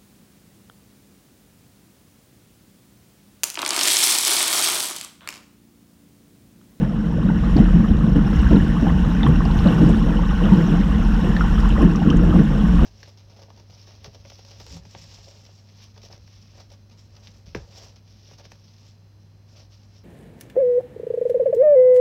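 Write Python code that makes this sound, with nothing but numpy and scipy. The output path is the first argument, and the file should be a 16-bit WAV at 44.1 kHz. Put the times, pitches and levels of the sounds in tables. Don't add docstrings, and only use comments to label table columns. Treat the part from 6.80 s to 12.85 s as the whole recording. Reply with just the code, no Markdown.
import sys
import numpy as np
from scipy import signal
from scipy.io import wavfile
from scipy.ndimage import uniform_filter1d, minimum_filter1d

SR = 44100
rng = np.random.default_rng(int(sys.argv[2]) if len(sys.argv) > 2 else 0)


def dump_mix(stems):
    frames = np.atleast_2d(stems).T
    limited = np.clip(frames, -1, 1)
    pcm = np.round(limited * 32767).astype(np.int16)
    wavfile.write(sys.argv[1], SR, pcm)


N = 266805
TIME = np.arange(N) / SR


def amp(db):
    return 10 ** (np.asarray(db) / 20)


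def unit(x):
    return x / np.sqrt(np.mean(x ** 2) + 1e-20)


def envelope(table):
    times, db = np.transpose(table)
    return amp(np.interp(TIME, times, db))


def housed(x, colour, size=32768):
    # (frequency [Hz], bandwidth [Hz], lift [dB])
    modes = [(173.3, 19.6, 7.5), (214, 24, 6), (281, 54, 2.5), (445, 33, 9.5), (498, 33, 3.5), (830, 16, 2),
             (1084, 190, 7), (1470, 135, 6.5), (2863, 610, 8.5), (5470, 910, 12.5), (7050, 240, 3),
             (10420, 370, 5), (13600, 1300, 7)]
    hz = np.fft.rfftfreq(size, 1 / SR)
    points_hz, points_db = np.transpose(colour)
    db = np.interp(np.log(hz + 1), np.log(points_hz), points_db)
    db -= 40 * np.log2(np.maximum(hz / points_hz[-1], 1))
    db += sum(lift / (1 + (2 * (hz - centre) / width) ** 2) for centre, width, lift in modes)
    log_gain = np.log(amp(np.maximum(db, -100)))
    mirrored = np.concatenate([log_gain, log_gain[-2:0:-1]])
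    response = np.exp(np.conj(signal.hilbert(mirrored)))
    taps = np.fft.ifft(response).real[:size // 4]
    wrapped = np.concatenate([x[-len(taps) + 1:], x])
    return unit(signal.fftconvolve(wrapped, taps, "valid"))


def steadied(x, span_s):
    window = signal.windows.hann(int(span_s * SR) | 1)
    power = signal.fftconvolve(np.pad(x ** 2, SR, "reflect"), window, "same")[SR:-SR]
    return unit(x / np.sqrt(abs(power) + 1e-12))


def pool(x, wet_db, t60_s):
    t = np.arange(SR // 4) / SR
    taps = rng.standard_normal(len(t)) * amp(-60 * t / t60_s)
    taps *= (rng.random(len(t)) < 2500 / SR) * (t > .003)
    return x + amp(wet_db) * signal.fftconvolve(x, taps / np.linalg.norm(taps))[:N]


def bubble(hz, swell, rise):
    peak_cycles = swell * (hz / 1000) ** (1 / 4)
    cycles = np.arange(int(10 * peak_cycles * SR / hz) + 2) * hz / SR
    age = cycles / peak_cycles
    phase = cycles * (1 + rise * (age - 2)) + rng.random()
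    return age * np.exp(1 - age) * np.sin(2 * np.pi * phase)


def ring(rows, swell, rise):
    mix = np.zeros(N)
    for start, db, hz in rows:
        sound = amp(db) * bubble(hz, swell, rise)
        part = mix[round(start * SR):][:len(sound)]
        part += sound[:len(part)]
    return mix


def swarm(colour, per_s, spread_db, swell, far_db, span_s):
    when, chance, place = rng.random((int(per_s * N / SR), 3)).T
    low_hz, high_hz = colour[1][0], colour[-2][0]
    hz = low_hz * (high_hz / low_hz) ** place
    size_db = spread_db * np.minimum(-np.log(1 - chance), 4)
    even_db = 15 * np.log10(hz)
    rings = ring(zip(when * N / SR, size_db + even_db, hz), swell, rise=0.016)
    near = pool(rings, wet_db=-6.5, t60_s=0.038)
    far = housed(rng.standard_normal(N), colour)
    return steadied(housed(near, colour) + amp(far_db) * far, span_s)


def rumble():
    # (time [s], relative level [dB])
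    push = [(0.0, -27.5), (0.94, -15), (1.06, -27.5), (1.11, -14), (1.2, -18), (1.25, -28), (1.36, -15),
            (1.48, -23.5), (1.6, -14.5), (1.85, -19.5), (2.71, -16), (2.78, -13), (2.96, -29), (3.02, -18),
            (3.74, -15.5), (3.77, -22.5), (4.35, -15), (4.38, -19.5), (5.06, -15), (5.09, -23.5),
            (5.34, -22), (5.37, -14.5), (5.64, -19.5), (6.05, -13)]
    # (frequency [Hz], relative level [dB])
    colour = [(10, -32), (20, -25.5), (28, -17), (36, -6.5), (42, 1), (51, -5.5), (66, -8.5), (85, -18.5),
              (130, -35)]
    rock_per_s, rock_db = 5.5, 1.5
    waves = np.interp(TIME * rock_per_s, np.arange(200), rng.uniform(-1, 1, size=200))
    vibration = steadied(housed(rng.standard_normal(N), colour), span_s=0.15)
    return amp(-0.28) * envelope(push) * amp(rock_db * unit(waves)) * vibration


def wake(splash, foam):
    # (frequency [Hz], relative level [dB])
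    small_colour = [(500, -23), (780, 4), (1000, -3), (1280, -4.5), (1800, -3), (2200, -13.5), (3000, -39)]
    # (frequency [Hz], relative level [dB])
    tiny_colour = [(1600, -24.5), (2300, -2.5), (3200, -1), (3900, -4.5), (4300, -11), (4900, -16),
                   (6400, -14), (8200, -17.5), (9400, -22), (11500, -25), (15000, -26)]
    bubbling = np.hypot(amp(-36) * unit(foam) ** 0.89, amp(-8) * splash)
    fizz = np.hypot(amp(1) * foam, amp(-18) * splash)
    small = swarm(small_colour, per_s=240, spread_db=2.0, swell=2.33, far_db=-0.5, span_s=.4)
    tiny = swarm(tiny_colour, per_s=900, spread_db=4.5, swell=2.43, far_db=2.5, span_s=0.33)
    return bubbling * small + fizz * tiny


def strays(foam, per_s, low_hz, high_hz, level_db, spread_db):
    db_per_octave = -5.5
    when, size, place = rng.random((int(per_s * N / SR), 3)).T
    hz = low_hz * (high_hz / low_hz) ** place
    foam_db = 20 * np.log10(unit(foam)[(when * N).astype(int)])
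    db = level_db + foam_db + spread_db * (size - .5) + db_per_octave * np.log2(hz / low_hz)
    return list(zip(when * N / SR, db, hz))


def snaps(foam):
    # (time [s], relative level [dB], pitch [Hz])
    bursts = [(.7665, -28, 4450), (1.592, -38, 4400), (2.433, -26, 1800), (2.465, -23, 1680),
              (2.476, -41, 10200), (2.653, -30.5, 4930), (2.873, -26.5, 3800), (2.712, -32, 3800),
              (2.79, -32.5, 4170), (3.092, -35, 7100), (4.566, -29, 3900), (4.745, -42, 5470),
              (4.891, -37, 7080), (5.021, -39, 9930), (5.159, -28.5, 5600), (5.303, -29, 5530),
              (5.371, -34, 6530), (5.433, -42, 12900)]
    crackle = strays(foam, per_s=5, low_hz=5200, high_hz=13000, level_db=-44.5, spread_db=7.5)
    return amp(2.4) * pool(ring([*bursts, *crackle], swell=0.86, rise=.005), wet_db=-4.5, t60_s=0.026)


def plinks(foam):
    # (time [s], relative level [dB], pitch [Hz])
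    clear = [(.323, -29.5, 907), (.382, -20.5, 540), (.429, -27, 1110), (.490, -23, 1460), (.500, -26, 855),
             (.637, -27, 1140), (.787, -18.5, 733), (.793, -29, 3000), (.858, -26, 1560),
             (1.043, -26, 1180), (1.392, -25.5, 1410), (1.630, -22.5, 1090), (1.667, -21, 1580),
             (1.967, -21, 1110), (2.067, -17, 800), (2.103, -21, 1110), (2.249, -26, 1180),
             (2.408, -28, 1970), (2.432, -17, 3520), (2.434, -19, 840), (2.464, -25, 3100),
             (2.466, -13, 1080), (2.606, -18, 1100), (2.655, -21.5, 736), (2.860, -15, 527),
             (3.391, -20.5, 940), (3.436, -23, 1150), (3.638, -25, 2950), (3.718, -20, 907),
             (4.114, -22.5, 1130), (4.565, -17.5, 1760), (4.609, -11, 1360), (4.739, -25, 1100),
             (4.856, -16.5, 1100), (4.904, -22, 2960), (4.964, -21, 1170), (4.976, -24, 1840),
             (4.980, -17, 520), (4.992, -22.5, 770), (5.008, -18.5, 1055), (5.152, -20.5, 1130),
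             (5.218, -20.5, 835), (5.302, -18, 2950), (5.313, -20, 1190), (5.329, -24, 1580),
             (5.527, -20, 1200), (5.556, -23, 810), (5.992, -20, 1145)]
    faint = strays(foam, per_s=3.3, low_hz=940, high_hz=1580, level_db=-24.5, spread_db=5.5)
    return amp(-1.3) * pool(ring([*clear, *faint], swell=1.82, rise=0.007), wet_db=-7.0, t60_s=0.077)


def stroke_envelopes():
    # (time [s], duration [s], churn level [dB], glug level [dB], splash level [dB])
    kicks = [(0.01, 0.03, -25, -34, -33), (0.362, 0.011, -27, -33, -39), (0.436, 0.075, -17.5, -30, -53),
             (0.761, 0.043, -15, -17, -30), (0.94, .06, -13, -28, -48), (1.231, .05, -15.5, -32, -36),
             (1.352, 0.023, -13, -21, -29.5), (1.706, 0.059, -15, -17.5, -28.5),
             (2.033, .07, -20, -32, -33.5), (2.445, 0.057, -14.5, -23, -32), (2.853, 0.064, -18, -26, -27),
             (2.986, 0.11, -14.5, -23, -31), (3.25, 0.12, -37, -30, -34), (3.617, 0.049, -17, -28.5, -29),
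             (3.714, 0.095, -16, -24, -32), (3.896, 0.055, -17.5, -25, -35), (4.14, .03, -21.5, -46, -38),
             (4.432, 0.064, -19, -29.5, -31.5), (4.99, 0.036, -31, -26, -28.5),
             (5.025, 0.024, -15, -14, -28), (5.25, 0.12, -19, -21.5, -32.5),
             (5.419, 0.083, -25, -25.5, -31.5), (5.533, .06, -13, -20, -28),
             (5.713, 0.068, -25, -36, -35.5), (5.907, 0.032, -17, -32, -44),
             (6.018, 0.045, -17.5, -26, -29.5)]
    attack_s = 0.016
    release_s = np.array([0.057, .035, 0.032])
    power = np.zeros((3, N))
    for start, length, *db in kicks:
        age = TIME - start
        swell = np.clip(age / attack_s + .5, 0, 1)
        fade = np.exp(-np.maximum(age - length, 0) / release_s[:, None])
        power += (amp(db)[:, None] * swell * fade) ** 2
    return np.sqrt(power)


def strokes(churn, glug, splash):
    # (time [s], relative level [dB])
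    paddling = [(0.0, -33.5), (0.35, -29.5), (0.65, -28), (1.65, -27), (2.89, -27.5), (3.06, -22.5),
                (3.49, -31), (3.68, -32), (3.81, -24.5), (4.09, -29.5), (4.91, -29.5), (5.43, -23),
                (5.76, -28.5), (6.0, -26)]
    # (frequency [Hz], relative level [dB])
    churn_colour = [(50, -27), (80, -8), (105, -7.5), (130, -2), (160, 0), (220, -1), (245, -6),
                    (310, -19.5)]
    # (frequency [Hz], relative level [dB])
    glug_colour = [(200, -22), (255, -5.5), (300, 3), (340, -4.5), (370, -4), (440, -30)]
    # (frequency [Hz], relative level [dB])
    gurgle_colour = [(300, -26.5), (400, -2), (520, 1.5), (600, -5.5), (700, -7.5), (850, -15),
                     (1300, -37.5)]
    far = unit(envelope(paddling))
    deep = swarm(churn_colour, per_s=200, spread_db=1.5, swell=1.15, far_db=-2.5, span_s=0.099)
    hollow = swarm(glug_colour, per_s=140, spread_db=2.5, swell=1.28, far_db=-2.5, span_s=0.14)
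    light = swarm(gurgle_colour, per_s=200, spread_db=2.5, swell=1.8, far_db=-4.5, span_s=0.24)
    return (np.hypot(churn, amp(-18.5) * far ** 0.56) * deep
            + np.hypot(glug, amp(-31.5) * far) * hollow
            + np.hypot(splash, amp(-38) * far ** .35) * light)


def thuds():
    # (time [s], relative level [dB], pitch [Hz])
    pockets = [(0.02, -4.5, 173), (0.799, 5, 220), (0.947, -6, 167), (1.11, 0, 209), (1.744, -2.5, 165),
               (1.763, -1.5, 216), (2.027, -1.5, 228), (2.152, -5, 182), (2.492, -6.5, 166),
               (2.857, 0, 202), (3.015, -2.5, 198), (3.029, 0, 269), (3.637, -2.5, 181), (3.718, 0.5, 190),
               (4.001, -2.5, 199), (5.045, 5, 191), (5.271, -4, 228), (5.547, -2, 210), (5.592, -1.5, 170),
               (5.834, -1, 188)]
    low_cut = signal.butter(2, 130, "highpass", fs=SR, output="sos")
    rings = ring(pockets, swell=1.5, rise=0.0032)
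    return amp(-4.0) * signal.sosfilt(low_cut, pool(rings, wet_db=-12.5, t60_s=0.19))


def scene():
    # (time [s], relative level [dB])
    foam_levels = [(0.0, -53.5), (0.35, -51.5), (0.78, -46), (1.35, -49.5), (1.6, -43), (1.95, -45.5),
                   (2.72, -44.5), (2.86, -41), (3.31, -45.5), (3.78, -43), (4.11, -45), (4.88, -43),
                   (5.11, -45), (5.36, -47), (5.82, -45.5), (6.0, -43.5)]
    foam = envelope(foam_levels)
    churn, glug, splash = stroke_envelopes()
    water = rumble() + strokes(churn, glug, splash) + wake(splash, foam)
    return (water + thuds() + plinks(foam) + snaps(foam))[None]


def record(dry):
    ceiling, cutoff_hz = .94, 15200
    needed = ceiling / np.maximum(abs(dry), ceiling)
    gain = uniform_filter1d(minimum_filter1d(needed, size=301), size=301)
    low_pass = signal.firwin(511, cutoff_hz, window=("kaiser", 9), fs=SR)
    return signal.oaconvolve(dry * gain, low_pass[None], "same")


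dry = scene()
out = record(dry)
dump_mix(out)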